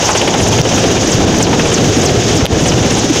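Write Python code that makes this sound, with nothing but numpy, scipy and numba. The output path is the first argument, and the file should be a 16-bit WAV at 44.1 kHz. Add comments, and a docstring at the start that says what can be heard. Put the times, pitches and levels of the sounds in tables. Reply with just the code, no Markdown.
"""Low over a field, a heavy five-bladed turbine helicopter hovers, heard from a phone in its downwash. Each
blade is a burst of air noise; breathy tones on two of them swoop in pitch once a turn. The tail rotor drones in
harmonics, and the turbines hiss over a roar of shaped noise. Wind noise buffets the microphone and short
falling thumps land among it; brief noise swells add breathy whistle rises. Three sharp ringing ticks, probably
flying grit, make the limiter duck."""
import sys
import numpy as np
from scipy import signal
from scipy.fft import rfft, irfft
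from scipy.io import wavfile
from numba import njit

SR = 44100
rng = np.random.default_rng(int(sys.argv[2]) if len(sys.argv) > 2 else 0)


def digitize_waveform(pressure):
    """Quantize a signal to 16-bit integers and store it at the path in sys.argv[1].

    Rows of a 2-D input are taken as channels; values are limited to [-1, 1].
    """
    field = np.atleast_2d(pressure).T
    bounded = np.clip(field, -1, 1)
    quanta = np.round(bounded * 32767).astype(np.int16)
    wavfile.write(sys.argv[1], SR, quanta)


N = 141120
T = np.arange(N) / SR  # time of every sample, seconds

# main rotor: time of one turn, time of the first blade pass
TURN_S, FIRST_BLADE_S, BLADES = .3133, .028, 5

# tail rotor: pitch of its blade rate, overall level, pitch waver as a fraction
TAIL_HZ, TAIL_DB, TAIL_WAVER = 56.05, -23.5, 0.0074
# tail rotor harmonics: multiple of its blade rate, relative level_db
TAIL_HARMONICS = [(1, 4), (2, 15.5), (3, 12.5), (4, -18.5), (5, -0.5), (6, -24)]

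# tone of the rotor wake and exhaust: pitch_hz, relative level_db per Hz
ROAR_COLOUR = [(20, -31), (60, -6.5), (120, -2), (190, -1), (270, 0.5), (360, 0.5), (480, -2.5),
               (620, -9.5), (740, -8), (950, -18), (1300, -18.5), (2200, -22.5), (4000, -24), (15000, -74)]
# loudness of the wake and exhaust: time_s, level_db
ROAR_LEVEL = [(0, -19), (.25, -15.5), (.5, -13), (1, -12), (1.6, -12), (2.2, -13.5), (2.6, -12), (3.2, -16)]
ROAR_THROB_DB, ROAR_FLICKER_DB = 0.5, 1.5
RASP_HZ, RASP_WIDTH_HZ, RASP_THROB_DB = 807, 313, 1.5
# loudness of the hollow rasp in the rotor wake: time_s, level_db
RASP_LEVEL = [(0, -22), (.12, -18), (.35, -22), (.6, -22), (.8, -26), (1, -30), (1.45, -23.5), (1.8, -30),
              (2.2, -29.5), (2.8, -26), (3.2, -28.5)]

# tone of the turbine hiss: pitch_hz, relative level_db per Hz
TURBINE_COLOUR = [(800, -10), (1600, -1.5), (2300, -4), (3050, 1), (3600, -0.5), (4200, -6), (5000, 0),
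                  (5800, 2.5), (6600, 3.5), (7200, -4.5), (8100, -14), (9600, -20), (11200, -29.5),
                  (12700, -28.5), (13700, -35), (15000, -27), (16000, -36)]
# loudness of the turbine hiss: time_s, level_db
TURBINE_LEVEL = [(0, -17), (.06, -15), (.2, -17), (.28, -19.5), (.55, -18.5), (.75, -18.5), (1.05, -18.5),
                 (1.25, -18.5), (1.5, -20), (1.68, -18.5), (1.88, -18), (2.1, -20.5), (2.28, -17.5),
                 (2.45, -21), (2.67, -19), (2.8, -19), (3.05, -18.5), (3.2, -15.5)]
TURBINE_FLICKER_DB = 1.25
WHINE_HZ, WHINE_WIDTH_HZ, WHINE_DB = 6245, 35, -38

# tone of wind on the microphone: pitch_hz, relative level_db per Hz
WIND_COLOUR = [(10, -24), (22, -7), (35, -28), (58, -7), (100, -2), (160, -5.5), (300, -11.5), (700, -14.5),
               (2000, -65)]
# loudness of the wind: time_s, level_db
WIND_LEVEL = [(0, -24), (.33, -33), (.41, -15), (.53, -14), (.66, -18), (1.05, -22), (1.2, -14), (1.5, -20),
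              (1.75, -19), (1.9, -18), (2.15, -17), (2.35, -15.5), (2.8, -16.5), (3.2, -22)]
WIND_THROB_DB, WIND_LAG_S = 1.5, 0.03
# short, falling thumps: middle_s, peak level_db, pitch_hz at the middle
THUMPS = [(0.421, -5, 111), (0.501, -6, 101), (.605, -1.5, 147), (1.151, -2.5, 125), (1.205, -10, 102),
          (1.59, -7, 227), (1.902, -8, 100), (1.976, -4, 273), (2.119, -5, 103), (2.177, -3, 105),
          (2.302, -17, 100), (2.432, -0.5, 97), (2.533, -1, 96), (2.637, -8.5, 198), (2.748, -2.5, 94),
          (2.819, -6, 98), (2.866, -6.5, 144), (2.92, -8.5, 252), (2.989, -8.5, 242), (3.049, -5, 262),
          (3.111, 1, 290), (3.167, -8.5, 365)]
THUMP_S, THUMP_FALL_PER_S = 0.0058, 17.5  # swell width; share of the middle pitch lost per second

SWISH_ATTACK_S, SWISH_DECAY_S, SWISH_SCATTER_DB = 0.0026, 0.013, 2
# loudness of a blade swish at its crest, before the scatter: time_s, level_db
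SWISH_LEVEL = [(0, -16), (.1, -9.5), (.35, -12), (.47, -16), (.58, -12), (.78, -10.5), (1.1, -19),
               (1.46, -14.5), (1.59, -12), (1.72, -8.5), (1.85, -16.5), (2.4, -18), (2.7, -16.5),
               (3.2, -19.5)]
# tone of the swish: pitch_hz, relative level_db per Hz
SWISH_COLOUR = [(150, -7), (500, 20), (1000, 4), (1800, 4.5), (3100, 10), (4300, -5.5), (6500, -16),
                (8500, -14), (15000, -37)]
# hard slaps of a blade cutting a wake: crest_s, level_db, centre pitch_hz
SLAPS = [(.092, -4, 850), (0.155, -17, 800), (0.344, -10.5, 900), (0.587, -16, 2500), (0.777, -15, 750),
         (.966, -19, 2520), (1.531, -12, 1190), (1.595, -12, 1820), (1.719, -19, 1600)]
SLAP_ATTACK_S, SLAP_DECAY_S, SLAP_WIDTH_HZ = 0.00033, 0.012, 1200

# breathy rises of a blade's whistle as the blade swings toward the listener:
# middle_s, level_db, centre pitch_hz
WHISTLE_RISES = [(0.058, -13, 6000), (.309, -19, 6470), (.747, -15.5, 6140)]
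RISE_S, RISE_WIDTH_HZ = 0.004, 660
# whistles of two neighbouring blades: fastest_approach_s, top pitch_hz, level_db before beam and dulling
WHISTLES = [(.093, 10470, -19), (0.156, 9740, -19), (.406, 10600, -20.5), (0.467, 9700, -20.5),
            (.78, 9600, -24), (1.036, 10240, -23), (1.1, 9600, -18), (1.35, 10000, -29),
            (1.41, 9430, -16.5), (1.663, 10440, -25.5), (1.725, 9520, -17.5), (1.976, 10400, -23.5),
            (2.039, 9700, -16.5), (2.292, 10000, -28), (2.35, 9700, -21), (2.603, 10300, -25),
            (2.664, 9820, -17.5), (2.917, 10800, -22.5), (2.975, 10130, -18.5)]
# beam of a whistle: blade angle_rad from fastest approach, level_db
WHISTLE_BEAM = [(-1, -40), (-1, -3), (-.6, -16), (0.36, -3.5), (-0.41, 0), (0.766, 1), (1.28, -9),
                (2.4, -35)]
# dulling of a whistle: pitch_hz, level_db
WHISTLE_COLOUR = [(4000, 1.5), (6600, 4.5), (8000, -12), (10500, -9.5)]
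WHISTLE_MACH = .575  # speed of the whistling spot as a share of the speed of sound
WHISTLE_WIDTH_HZ, WHISTLE_BREATH_HZ, WHISTLE_BREATH_DB = 450, 1300, -4

# grit ticking on the phone: start_s, level_db, ring pitch_hz
TICKS = [(.6155, 14, 5600), (2.456, 15, 3400), (2.4648, 17.5, 3200)]
TICK_DECAY_S, TICK_CRACK_DB, TICK_CRACK_HZ = .00035, -12, 5500

LIMIT_DB, LIMIT_ATTACK_S, LIMIT_RELEASE_S = -2, 0.00022, .033
CLIP_LEVEL, CLIP_HARDNESS = 0.65, 14
TOP_HZ = 15700  # cutoff of the final treble cut


def undb(db):
    """Turn decibels into gain."""
    return 10 ** (np.asarray(db) / 20)


def unit(x):
    """Scale to an average (rms) strength of 1."""
    return x / np.sqrt(np.mean(x ** 2))


def curve(table, at=T):
    """Draw straight lines through the rows of a table."""
    return np.interp(at, *np.array(table, float).T)


def noise(colour):
    """Noise of rms 1, its tone shaped by pitch and level points."""
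    hz, db = np.array(colour, float).T
    f = np.maximum(np.fft.rfftfreq(N, 1 / SR), 1)
    shape = undb(np.interp(np.log(f), np.log(hz), db))
    return unit(irfft(rfft(rng.standard_normal(N)) * shape, N))


def band(centre_hz, width_hz):
    """Noise of rms 1 in a bell-shaped band."""
    f = np.fft.rfftfreq(N, 1 / SR)
    shape = np.exp(-((f - centre_hz) / width_hz) ** 2)
    return unit(irfft(rfft(rng.standard_normal(N)) * shape, N))


def walk(rate_hz):
    """Random wandering with a spread of 1; a higher rate wanders faster."""
    return band(0, rate_hz)


def bump(at_s, width_s):
    """A smooth swell around one moment."""
    return np.exp(-.5 * ((T - at_s) / width_s) ** 2)


def burst(at_s, attack_s, decay_s):
    """A quick swell and an exponential fall."""
    return np.where(T < at_s, bump(at_s, attack_s), np.exp(-abs(T - at_s) / decay_s))


def throb(lag_s):
    """A cosine at the blade rate that peaks lag_s after each pass."""
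    return np.cos(2 * np.pi * (T - FIRST_BLADE_S - lag_s) * BLADES / TURN_S)


@njit
def follow(x, attack, release):
    """Track peaks, moving by one share of the gap when rising and another when falling."""
    out, level = np.empty(len(x)), 0.
    for i in range(len(x)):
        level += (x[i] - level) * (attack if x[i] > level else release)
        out[i] = level
    return out


def tail_rotor():
    """A low drone whose harmonics fade in and out in the turbulent air."""
    hz = TAIL_HZ * (1 + TAIL_WAVER * walk(2.55))
    phase = 2 * np.pi * np.cumsum(hz) / SR
    drone = np.zeros(N)
    for multiple, db in TAIL_HARMONICS:
        gain = undb(db + 1.15 * walk(2))
        drone += gain * np.sin(multiple * phase + rng.uniform(0, 2 * np.pi))
    return undb(TAIL_DB) * unit(drone)


def roar():
    """Rotor wake and exhaust throb lightly at the blade rate, with a hollow rasp that fades unevenly."""
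    body_db = curve(ROAR_LEVEL) + ROAR_THROB_DB * throb(lag_s=.001) + ROAR_FLICKER_DB * walk(20)
    rasp_db = curve(RASP_LEVEL) + RASP_THROB_DB * throb(lag_s=.004)
    return noise(ROAR_COLOUR) * undb(body_db) + band(RASP_HZ, RASP_WIDTH_HZ) * undb(rasp_db)


def turbines():
    """Broad, flickering engine hiss with a compressor whine made of a thin band of noise."""
    hiss = noise(TURBINE_COLOUR) * undb(curve(TURBINE_LEVEL) + TURBINE_FLICKER_DB * walk(34))
    return hiss + undb(WHINE_DB) * band(WHINE_HZ, WHINE_WIDTH_HZ)


def downwash():
    """Wind rumbles on the microphone at the blade rate; short, falling thumps land among it."""
    out = noise(WIND_COLOUR) * undb(curve(WIND_LEVEL) + WIND_THROB_DB * throb(WIND_LAG_S))
    for at, db, hz in THUMPS:
        age = T - at
        turns = hz * age * (1 - THUMP_FALL_PER_S * age / 2)
        wave = np.sin(rng.uniform(0, 2 * np.pi) + 2 * np.pi * turns)
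        out += undb(db) * bump(at, THUMP_S) * wave
    return out


def blade_swish():
    """A burst of air noise as each blade sweeps toward the listener, and a few hard slaps."""
    passes = np.arange(FIRST_BLADE_S, T[-1], TURN_S / BLADES)
    sizes = undb(SWISH_SCATTER_DB * rng.standard_normal(len(passes)))
    gate = sum(size * burst(at, SWISH_ATTACK_S, SWISH_DECAY_S) for at, size in zip(passes, sizes))
    out = gate * undb(curve(SWISH_LEVEL)) * noise(SWISH_COLOUR)
    for at, db, hz in SLAPS:
        out += undb(db) * burst(at, SLAP_ATTACK_S, SLAP_DECAY_S) * band(hz, SLAP_WIDTH_HZ)
    return out


def whistle_rises():
    """Breathy rise of a blade's whistle as it swings toward the listener: a brief swell of band noise."""
    return sum(undb(db) * bump(at, RISE_S) * band(hz, RISE_WIDTH_HZ) for at, db, hz in WHISTLE_RISES)


def blade_whistles():
    """Breathy tones ride round on two blades; speed toward the listener raises the pitch (Doppler)."""
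    angle = np.linspace(-np.pi, np.pi, N)
    # sound sent out on the way round arrives earlier or later as the distance changes
    arrival_s = TURN_S * (angle - WHISTLE_MACH * np.sin(angle)) / (2 * np.pi)
    core = walk(WHISTLE_WIDTH_HZ) + 1j * walk(WHISTLE_WIDTH_HZ)
    breath = walk(WHISTLE_BREATH_HZ) + 1j * walk(WHISTLE_BREATH_HZ)
    flutter = core + undb(WHISTLE_BREATH_DB) * breath
    out = np.zeros(N)
    for at, top_hz, db in WHISTLES:
        near = abs(T - at) < TURN_S / 2
        heard_angle = np.interp(T[near] - at, arrival_s, angle)
        hz = top_hz * (1 - WHISTLE_MACH) / (1 - WHISTLE_MACH * np.cos(heard_angle))
        tone = (flutter[near] * np.exp(2j * np.pi * np.cumsum(hz) / SR)).real
        out[near] += tone * undb(db + curve(WHISTLE_BEAM, heard_angle) + curve(WHISTLE_COLOUR, hz))
    return out


def grit():
    """Very short, very strong cracks that ring the phone's case."""
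    out = np.zeros(N)
    crack = undb(TICK_CRACK_DB) * band(TICK_CRACK_HZ, TICK_CRACK_HZ / 2)
    for at, db, hz in TICKS:
        age = np.maximum(T - at, 0)
        fade = (age > 0) * np.exp(-age / TICK_DECAY_S)
        out += undb(db) * fade * (np.sin(2 * np.pi * hz * age) + crack)
    return out


def scene():
    """Add up everything that reaches the single microphone."""
    steady = tail_rotor() + roar() + turbines() + downwash()
    blades = blade_swish() + whistle_rises() + blade_whistles()
    return (steady + blades + grit())[None]


def record(dry):
    """A limiter ducks after overloads, the remaining peaks are flattened, and the top is cut."""
    peak = follow(abs(dry[0]), 1 / max(LIMIT_ATTACK_S * SR, 1), 1 / (LIMIT_RELEASE_S * SR))
    limited = dry / np.maximum(peak / undb(LIMIT_DB), 1)
    # flatten at twice the sample rate, so fewer harsh false tones fold back
    held = signal.resample_poly(limited, 2, 1, axis=1)
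    clipped = held / (2 + abs(held / CLIP_LEVEL) ** CLIP_HARDNESS) ** (1 / CLIP_HARDNESS)
    treble_cut = signal.firwin(801, TOP_HZ, window="blackman", fs=2 * SR)
    return signal.resample_poly(clipped, 1, 2, axis=1, window=treble_cut)


dry = scene()
out = record(dry)
digitize_waveform(out)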